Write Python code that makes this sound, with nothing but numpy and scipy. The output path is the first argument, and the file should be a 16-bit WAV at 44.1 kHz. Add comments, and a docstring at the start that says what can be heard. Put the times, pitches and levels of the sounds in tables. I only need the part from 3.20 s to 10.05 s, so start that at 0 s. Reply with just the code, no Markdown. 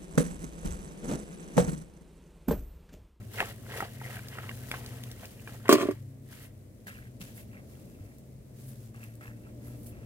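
"""Far engine notes and rumble drone throughout under a thin air hiss. First, soil is shaken from a plastic
basin into a planter: random grains make crunch and hiss, and clods knock with short fading tones.
Then the basin drops on paving and rocks to rest: blows and grating set fading tones ringing in its wall.
Last, feet shuffle, a sole squeaks, and hands brush and press the soil past leaves that swish with clicks.
Two microphone ports a few centimetres apart hear the work move from right to left."""
import sys
import numpy as np
from scipy import signal
from scipy.fft import rfft, irfft
from scipy.io import wavfile
from scipy.ndimage import uniform_filter1d

SR = 44100
rng = np.random.default_rng(int(sys.argv[2]) if len(sys.argv) > 2 else 0)


def log_audio(samples):
    """Write samples as a 16-bit WAV file to the path given in sys.argv[1]."""
    # one column per channel
    frames = np.atleast_2d(samples).T
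    # limit to full scale, then quantise
    limited = np.clip(frames, -1, 1)
    pcm = np.round(limited * 32767).astype(np.int16)
    wavfile.write(sys.argv[1], SR, pcm)


N = 302085


def undb(db):
    """Turn decibels into a plain multiplier."""
    return 10 ** (np.asarray(db) / 20)


def unit(x):
    """Scale a sound to an average (RMS) strength of 1."""
    return x / np.sqrt(np.mean(x ** 2))


def curve(rows):
    """Join each column of a table by straight lines over time, one value a sample."""
    s, *columns = np.transpose(rows)
    return [np.interp(np.arange(N) / SR, s, column) for column in columns]


def colour(x, points):
    """Make pitches stronger or weaker by (f/Hz, level/dB) points."""
    hz, db = np.transpose(points)
    log_hz = np.log(np.fft.rfftfreq(N, 1 / SR) + 1)  # + 1 avoids the log of zero
    gain = undb(np.interp(log_hz, np.log(hz), db))
    return irfft(rfft(x) * gain, N)


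def ring(x, hz, t60):
    """Let x strike one tone that fades by 60 dB in t60 seconds."""
    pole = np.exp(2j * np.pi * hz / SR - np.log(1000) / (t60 * SR))
    return signal.lfilter([1], [1, -pole], x).imag


def walk(rate):
    """Wander smoothly: random steps, rate of them a second, averaged twice; spread near 1."""
    k = int(SR / rate)
    steps = np.repeat(rng.standard_normal(N // k + 1), k)
    return 1.694 * uniform_filter1d(uniform_filter1d(steps, k), k)[:N]


def grains(rate, spread_db, tail_s):
    """Scatter clicks of very uneven size, rate a second, each smeared into a short puff of noise."""
    clicks = (rng.random(N) < rate / SR) * undb(spread_db * rng.exponential(size=N))
    puffs = signal.lfilter([1], [1, -np.exp(-1 / (tail_s * SR))], clicks)
    return puffs * rng.standard_normal(N)


def add(track, s, shape):
    """Mix a short sound into a track at s seconds."""
    i = int(s * SR)
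    track[i:i + len(shape)] += shape[:N - i]


def burst(decay_s, dull=.4):
    """Make a fading crack of noise; the duller, the lower the pitches where its noise gathers."""
    t = np.arange(int(8 * decay_s * SR)) / SR
    pole = np.clip(dull, 0, 1 - 1 / 8)
    noise = signal.lfilter([1, -1], [1, -2 * pole, pole ** 2], rng.standard_normal(len(t)))
    return unit(noise) * np.exp(-t / decay_s) / 2


def ports(x, wet_db):
    """The far port hears it a little later; scattering off leaves and walls adds its own part to each."""
    # the work moves from right to left: t/s, delay of the left port/s (below zero delays the right)
    port_lag = [(3.3, .00011), (3.6, -.00025)]
    yard_t60_s = .07  # time for the scattered sound to fade by 60 dB
    now = np.arange(N)
    lag = np.round(curve(port_lag)[0] * SR).astype(int)
    delays = np.maximum([lag, -lag], 0)
    direct = x[np.maximum(now - delays, 0)]
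    t = np.arange(int(yard_t60_s * SR)) / SR
    tails = rng.standard_normal((2, len(t))) * 1000 ** (-t / yard_t60_s)
    tails = signal.lfilter([1, -.6], [1], tails)  # small surfaces return less bass
    wet = [signal.fftconvolve(x, unit(tail) / np.sqrt(len(t)))[:N] for tail in tails]
    return direct + undb(wet_db) * np.array(wet)


def note(hz, db, octave_db):
    """An engine note and its octave, wavering in pitch and level."""
    phase = 2 * np.pi * np.cumsum(hz * (1 + 0.009 * walk(14))) / SR
    level = np.sqrt(2) * undb(db + 2 * walk(12))
    octave = undb(octave_db + 2 * walk(8.8)) * np.sin(2 * phase)
    return level * (np.sin(phase) + octave)


def street():
    """Engine notes and rumble, nearly alike at both ports, and a thin air hiss that is not."""
    # two far engine notes: t/s, lower f/Hz, lower level/dB, upper f/Hz, upper level/dB
    drone = [(0, 106.4, -49.5, 115.9, -54), (.65, 106.5, -45, 128.4, -48),
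             (1.9, 103.9, -55.5, 123.4, -42.5), (2.03, 106, -55, 127.1, -62),
             (2.36, 111.2, -45, 130.5, -48.5), (3.55, 97.8, -57.5, 132.6, -59.5),
             (3.9, 113.1, -50, 125, -55.5), (5.04, 104.2, -73, 132, -55), (5.5, 110.9, -52, 130, -50),
             (6.55, 119.5, -48.5, 127.8, -73)]
    # a faint motor tone, slightly wavering: f/Hz, level/dB
    motor_notes = [(301.5, -59)]
    # the motor comes up late: t/s, level/dB
    motor_rise = [(5.7, -14), (6.2, 0)]
    # strength of the traffic rumble: t/s, level/dB
    traffic = [(1.8, -49), (3.3, -54.5), (4.5, -49.5), (5.7, -51.5), (6.85, -47)]
    # balance of pitches in the rumble: f/Hz, relative level/dB
    traffic_colour = [(25, -56.5), (40, -7.5), (113, -3), (157, -10.5), (217, -5.5), (278, -12.5),
                      (630, -20.5), (792, -32.5), (1500, -46.5)]
    # balance of pitches in the air hiss: f/Hz, relative level/dB
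    air_colour = [(600, -32.5), (900, -5.5), (2140, 1.5), (4500, -22), (8250, -5.5), (16000, -16.5)]
    low_hz, low_db, high_hz, high_db = curve(drone)
    notes = note(low_hz, low_db, octave_db=-12.0) + note(high_hz, high_db, octave_db=-14.5)
    motor = sum(note(np.full(N, 1. * hz), db, octave_db=-8.5) for hz, db in motor_notes)
    motor = motor * undb(curve(motor_rise)[0])
    mid, side = (unit(colour(rng.standard_normal(N), traffic_colour)) for _ in range(2))
    side = colour(side, [(40, -10.0), (120, -14.5), (1400, 1.5)])
    # the side part is added at one port and subtracted at the other
    rumble = undb(curve(traffic)[0] + walk(2.854)) * (mid + side * np.array([[1], [-1]]))
    air = [unit(colour(rng.standard_normal(N), air_colour)) * undb(-73) for _ in range(2)]
    return (notes + motor + rumble) * undb([[.7], [-.7]]) + np.array(air)


def swells(rows, rise, fall):
    """Power of crunch and hiss: every row rises at a steady dB rate, holds and falls."""
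    s, hold, *db = np.transpose(rows)[:, :, None]
    t = np.arange(N) / SR
    early = np.maximum(s - t, 0)
    late = np.maximum(t - s - np.maximum(hold, 0), 0)
    return np.array([np.sum(undb(2 * (d - r * early - f * late)), axis=0)
                     for d, r, f in zip(db, rise, fall)])


def motion():
    """Levels of crunch and hiss in dB, adding the power of all that moves soil or grit."""
    # soil trickling over the rim between shakes, then a faint steady sift:
    # t/s, crunch level/dB, hiss level/dB
    trickle = [(0, -62, -56.5), (.09, -73, -63), (.4, -65, -56.5), (1.03, -59.5, -57.5), (1.35, -65, -52),
               (1.6, -55, -53), (2.2, -69, -57.5), (2.75, -66.5, -66.5), (2.95, -100, -71.5)]
    # each shake of the basin lets a slide of soil go:
    # t/s, hold/s, level/dB for crunch of crumbs, level/dB for hiss of fine dust
    pours = [(0.15, 0.15, -49, -53), (0.2, 0.015, -38, -45.5), (0.51, 0.14, -47, -57),
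             (0.575, 0.0044, -45.5, -43), (0.845, 0.12, -51, -53), (1.13, 0.18, -53, -62),
             (1.535, 0.016, -44.5, -51), (2.03, 0.0044, -54, -55), (2.28, 0.067, -56, -54),
             (2.46, 0.24, -51.5, -57)]
    # a foot or hand slides along: t/s, hold/s, crunch level/dB, hiss level/dB
    brushes = [(3.13, 0.11, -55.5, -54.5), (3.81, 0.048, -65, -69), (4.19, 0.0084, -61.5, -56),
               (4.33, 0.063, -63, -71), (4.5, 0.43, -70, -67), (5.39, 0.28, -76, -60),
               (6.255, 0.029, -62, -70), (6.44, 0.093, -64.5, -61), (6.72, 0.12, -63, -83)]
    # a foot or palm lands at once, presses on and the grains settle:
    # t/s, hold/s, crunch level/dB, hiss level/dB
    pats = [(3.67, 0.0099, -50, -53), (4.008, 0.0061, -53.5, -50.5), (5.745, 0.097, -58, -58.5),
            (6.012, 0.05, -55.5, -59.5)]
    # rise and fall are in dB per s, as (crunch, hiss)
    power = undb(2 * np.array(curve(trickle)))
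    power = power + swells(pours, rise=(420, 220), fall=(360, 160))
    power = power + swells(brushes, rise=(320, 210), fall=(280, 240))
    power = power + swells(pats, rise=(2600, 1900), fall=(144, 99))
    return 10 * np.log10(power)


def soil():
    """Crumbs of each size come and go and ring briefly; dust is a denser hiss, different at each port."""
    # balance of pitches in the crumbs: f/Hz, relative level/dB
    crumb_colour = [(250, -22.5), (400, -4.5), (850, -3), (1100, -8), (1900, -0.5), (3200, -12.5),
                    (6000, -31)]
    # balance of pitches in the dust: f/Hz, relative level/dB
    dust_colour = [(3500, -16), (12500, -11), (16000, -16.5)]
    sand_colour = [(1800, -23.5), (3000, -5.5), (8000, -23.5)]  # f/Hz, relative level/dB
    steps_start_s, steps_end_s = 2.8, 4.3
    crunch_db, hiss_db = motion()
    now = np.arange(N) / SR
    # after the pour both low and high crumb tones weaken; under the feet the low ones weaken more
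    after_pour = now > steps_start_s
    under_feet = after_pour & (now < steps_end_s)
    sizes = []
    for hz in 350 * 1.25 ** np.arange(13):
        low_cut_db = (8.0 * after_pour + 8.0 * under_feet) * max(np.log2(1500 / hz), 0)
        high_cut_db = 25.0 * after_pour * max(np.log2(hz / 2900), 0)
        clicks = grains(rate=260, spread_db=2.5, tail_s=0.00069)
        ringing = unit(ring(clicks, hz, 14 / hz)) * np.sqrt(hz)
        sizes.append(ringing * undb(2 * walk(7) - low_cut_db - high_cut_db))
    crumbs = unit(colour(sum(sizes), crumb_colour)) * undb(crunch_db + walk(60))
    crumbs = ports(undb(2) * crumbs, wet_db=0)
    dust, sand = (np.array([unit(colour(grains(rate=2100, spread_db=2.5, tail_s=0.0014), points))
                            for _ in range(2)]) for points in (dust_colour, sand_colour))
    # grains between the two sizes follow both; damp soil under the hands sheds fewer
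    sand_db = (hiss_db + crunch_db) / 2 - 6.0 - 27.0 * (now > steps_end_s)
    fine = dust * undb(hiss_db) + sand * undb(sand_db)
    return crumbs + fine * undb(walk(30) + np.array([[.6], [-.6]]))


def knocks():
    """Each clod or bit of grit rings near its own pitch, with duller neighbours, and ticks with noise."""
    # clods and grit knocking on plastic, stone or packed soil: t/s, level/dB, f/Hz
    hits = [(0.204, -14.5, 1770), (0.226, -25.5, 853), (0.311, -37, 1910), (0.465, -41, 1440),
            (0.605, -21, 1330), (0.625, -24.5, 804), (0.815, -34, 880), (0.968, -34.5, 1550),
            (0.992, -34.5, 1556), (1.186, -27.5, 1358), (1.293, -27, 2140), (1.515, -26.5, 2310),
            (1.541, -28.5, 1063), (2.034, -45, 1522), (2.275, -32, 1640), (2.456, -34, 1019),
            (5.7456, -48, 1190), (6.0105, -41, 1310), (6.079, -42, 1784)]
    out = np.zeros(N)
    t = np.arange(int(.03 * SR)) / SR
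    for (s, db, hz), (a, b) in zip(hits, rng.random((len(hits), 2))):
        body = np.sin(2 * np.pi * hz * t) * np.exp(-t * hz / 3.5)
        body += 0.47 * np.sin(2 * np.pi * hz * (1.3 + 0.22 * a) * t) * np.exp(-t / 0.0035)
        body += 0.43 * np.sin(2 * np.pi * hz * (.5 + 0.27 * b) * t) * np.exp(-t / 0.0024)
        add(out, s, undb(db) * body * (1 - np.exp(-t / 0.000081)))
        add(out, s, undb(db - 16.5) * burst(0.0036, dull=0.33))
    return out


def ticks():
    """Grit or twig snaps for about one cycle of a tone, with a spit of dust as noise."""
    # single dry ticks: t/s, level/dB, f/Hz
    snaps = [(0.2573, -29, 6500), (1.085, -28, 5000), (1.515, -20, 2400), (1.662, -27, 4200),
             (1.8373, -29, 3500), (1.915, -28, 4000), (2.0557, -29, 5500), (2.4816, -22, 2200),
             (4.0149, -31, 3000), (4.984, -40, 12000), (5.8387, -32, 10500), (5.9537, -37, 11000),
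             (6.67, -33, 10500)]
    out = np.zeros(N)
    t = np.arange(int(.03 * SR)) / SR
    for s, db, hz in snaps:
        add(out, s, undb(db) * np.sin(2 * np.pi * hz * t) * np.exp(-t * hz / 1.1))
        add(out, s, undb(db - 6.5) * burst(0.0022, dull=1 - 2 * np.pi * hz / SR))
    return out


def basin():
    """Blows ring the wall, each blow's tones shifted a little in pitch and level at random; grit cracks."""
    # the rim meets the paving: t/s, level/dB, crack level/dB relative to the blow, length of push/s
    blows = [(2.492, -0.5, -15, 0.00095), (2.504, -16, -12, 0.00075), (2.515, -9, -12, 0.00083),
             (2.526, -5, -4.5, 0.0014), (2.538, -9, -25, 0.0026), (2.555, -16, -25, 0.0014),
             (2.584, -14.5, -25, 0.00073), (2.609, -15, -19, 0.00071), (2.618, -17.5, -15, 0.00056),
             (2.631, -16.5, -30, 0.0013), (2.652, -22.5, -30, 0.003), (2.665, -30, -32, 0.00074),
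             (2.686, -17, -29, 0.0026), (2.710, -27, -10, 0.0012)]
    # the rim grates over the stone between blows: t/s, level/dB
    rocking = [(2.49, -80), (2.496, -28.5), (2.527, -30), (2.571, -43.5), (2.622, -37.5), (2.685, -58),
               (2.84, -92.5)]
    # tones of the empty basin: f/Hz, relative level/dB, time to fade by 60 dB/s
    wall_tones = [(244.2, -8, 0.046), (300.6, -4.5, 0.092), (380.3, -3.5, 0.072), (419.4, -2.5, 0.063),
                  (580, -4, 0.041), (629.6, -7.5, 0.045), (1069, -9, 0.035), (1153, 1, 0.035),
                  (1390, -9.5, 0.025), (1790, -11.5, 0.025)]
    modes, crack = np.zeros(N), np.zeros(N)
    chances = rng.standard_normal((len(blows), 2, len(wall_tones)))
    for (s, db, crack_db, contact_s), chance in zip(blows, chances):
        push = np.zeros(SR // 8)
        # the wall gives before it pushes back
        add(push, 0, undb(db) * np.hanning(int(contact_s * SR)) ** 4 / 8)
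        add(modes, s, sum(undb(gain_db + a) * ring(push, hz * (1 + .015 * b), t60)
                          for (hz, gain_db, t60), a, b in zip(wall_tones, *chance)))
        add(crack, s, undb(db + crack_db) * burst(0.0051, dull=0.85))
    rasp = grains(rate=700, spread_db=3.0, tail_s=0.00096)
    grate_db = curve(rocking)[0]
    shiver = undb(grate_db - 18.5) * unit(uniform_filter1d(rasp, size=16))  # the grating shakes the wall too
    modes += sum(undb(db) * ring(shiver, hz, t60) for hz, db, t60 in wall_tones)
    grit = colour(rasp, [(800, -8.0), (2200, 12.5), (4500, -0.5), (16000, -15.5)])
    # so small a body radiates little under its lowest tone
    modes = signal.sosfilt(signal.butter(4, 250, "high", fs=SR, output="sos"), modes)
    return ports(undb(-11.5) * modes + crack + undb(grate_db) * unit(grit), wet_db=4.0)


def leaves():
    """Short bright swishes of tiny clicks, different at each port."""
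    # an arm flicks past the leaves: t/s, level/dB
    flicks = [(3.235, -55.5), (4.19, -52), (5.49, -56), (6.48, -56.5), (6.6, -60.5), (6.675, -53.5)]
    # balance of pitches in the swish: f/Hz, relative level/dB
    leaf_colour = [(6000, -16), (11000, -2.5), (16000, -8.5)]
    width_s = 0.027  # spread of each bell-shaped swell
    t = np.arange(N) / SR
    shape = sum(undb(db) * np.exp(-.5 * ((t - s) / width_s) ** 2) for s, db in flicks)
    return shape * np.array([unit(colour(grains(rate=700, spread_db=1.0, tail_s=0.0023), leaf_colour))
                             for _ in range(2)])


def thuds():
    """Soft footfalls and presses give a few cycles of low, damped push."""
    # t/s, level/dB, f/Hz
    pushes = [(3.662, -44.5, 198.7), (4.004, -37.5, 186.1), (4.807, -33.5, 101)]
    out = np.zeros(N)
    t = np.arange(int(.15 * SR)) / SR
    for s, db, hz in pushes:
        fade = (1 - np.exp(-t / 0.00084)) * np.exp(-t / 0.035)
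        add(out, s, undb(db) * np.sin(2 * np.pi * hz * t) * fade)
    return out


def squeak():
    """A sole twists on the stone: a brief, rough tone whose pitch slides down."""
    middle_s, width_s = 3.76, .009
    db, hz, glide = -53, 2550, -17000  # pitch at the middle in Hz, slide in Hz per s
    t = np.arange(N) / SR - middle_s
    swell = (1 + walk(600)) * np.exp(-.5 * (t / width_s) ** 2)
    return undb(db) * swell * np.sin(2 * np.pi * (hz + glide * t / 2) * t)


def scene():
    """Add up all the sounds at the two ports."""
    small_hits = ports(knocks() + ticks() + squeak(), wet_db=-2)
    return street() + soil() + small_hits + basin() + leaves() + thuds()


def record(dry):
    """The recorder cuts the top steeply, above 15700 Hz."""
    return signal.sosfilt(signal.ellip(8, .2, 70, 15700, fs=SR, output="sos"), dry)


dry = scene()
out = record(dry)
log_audio(out)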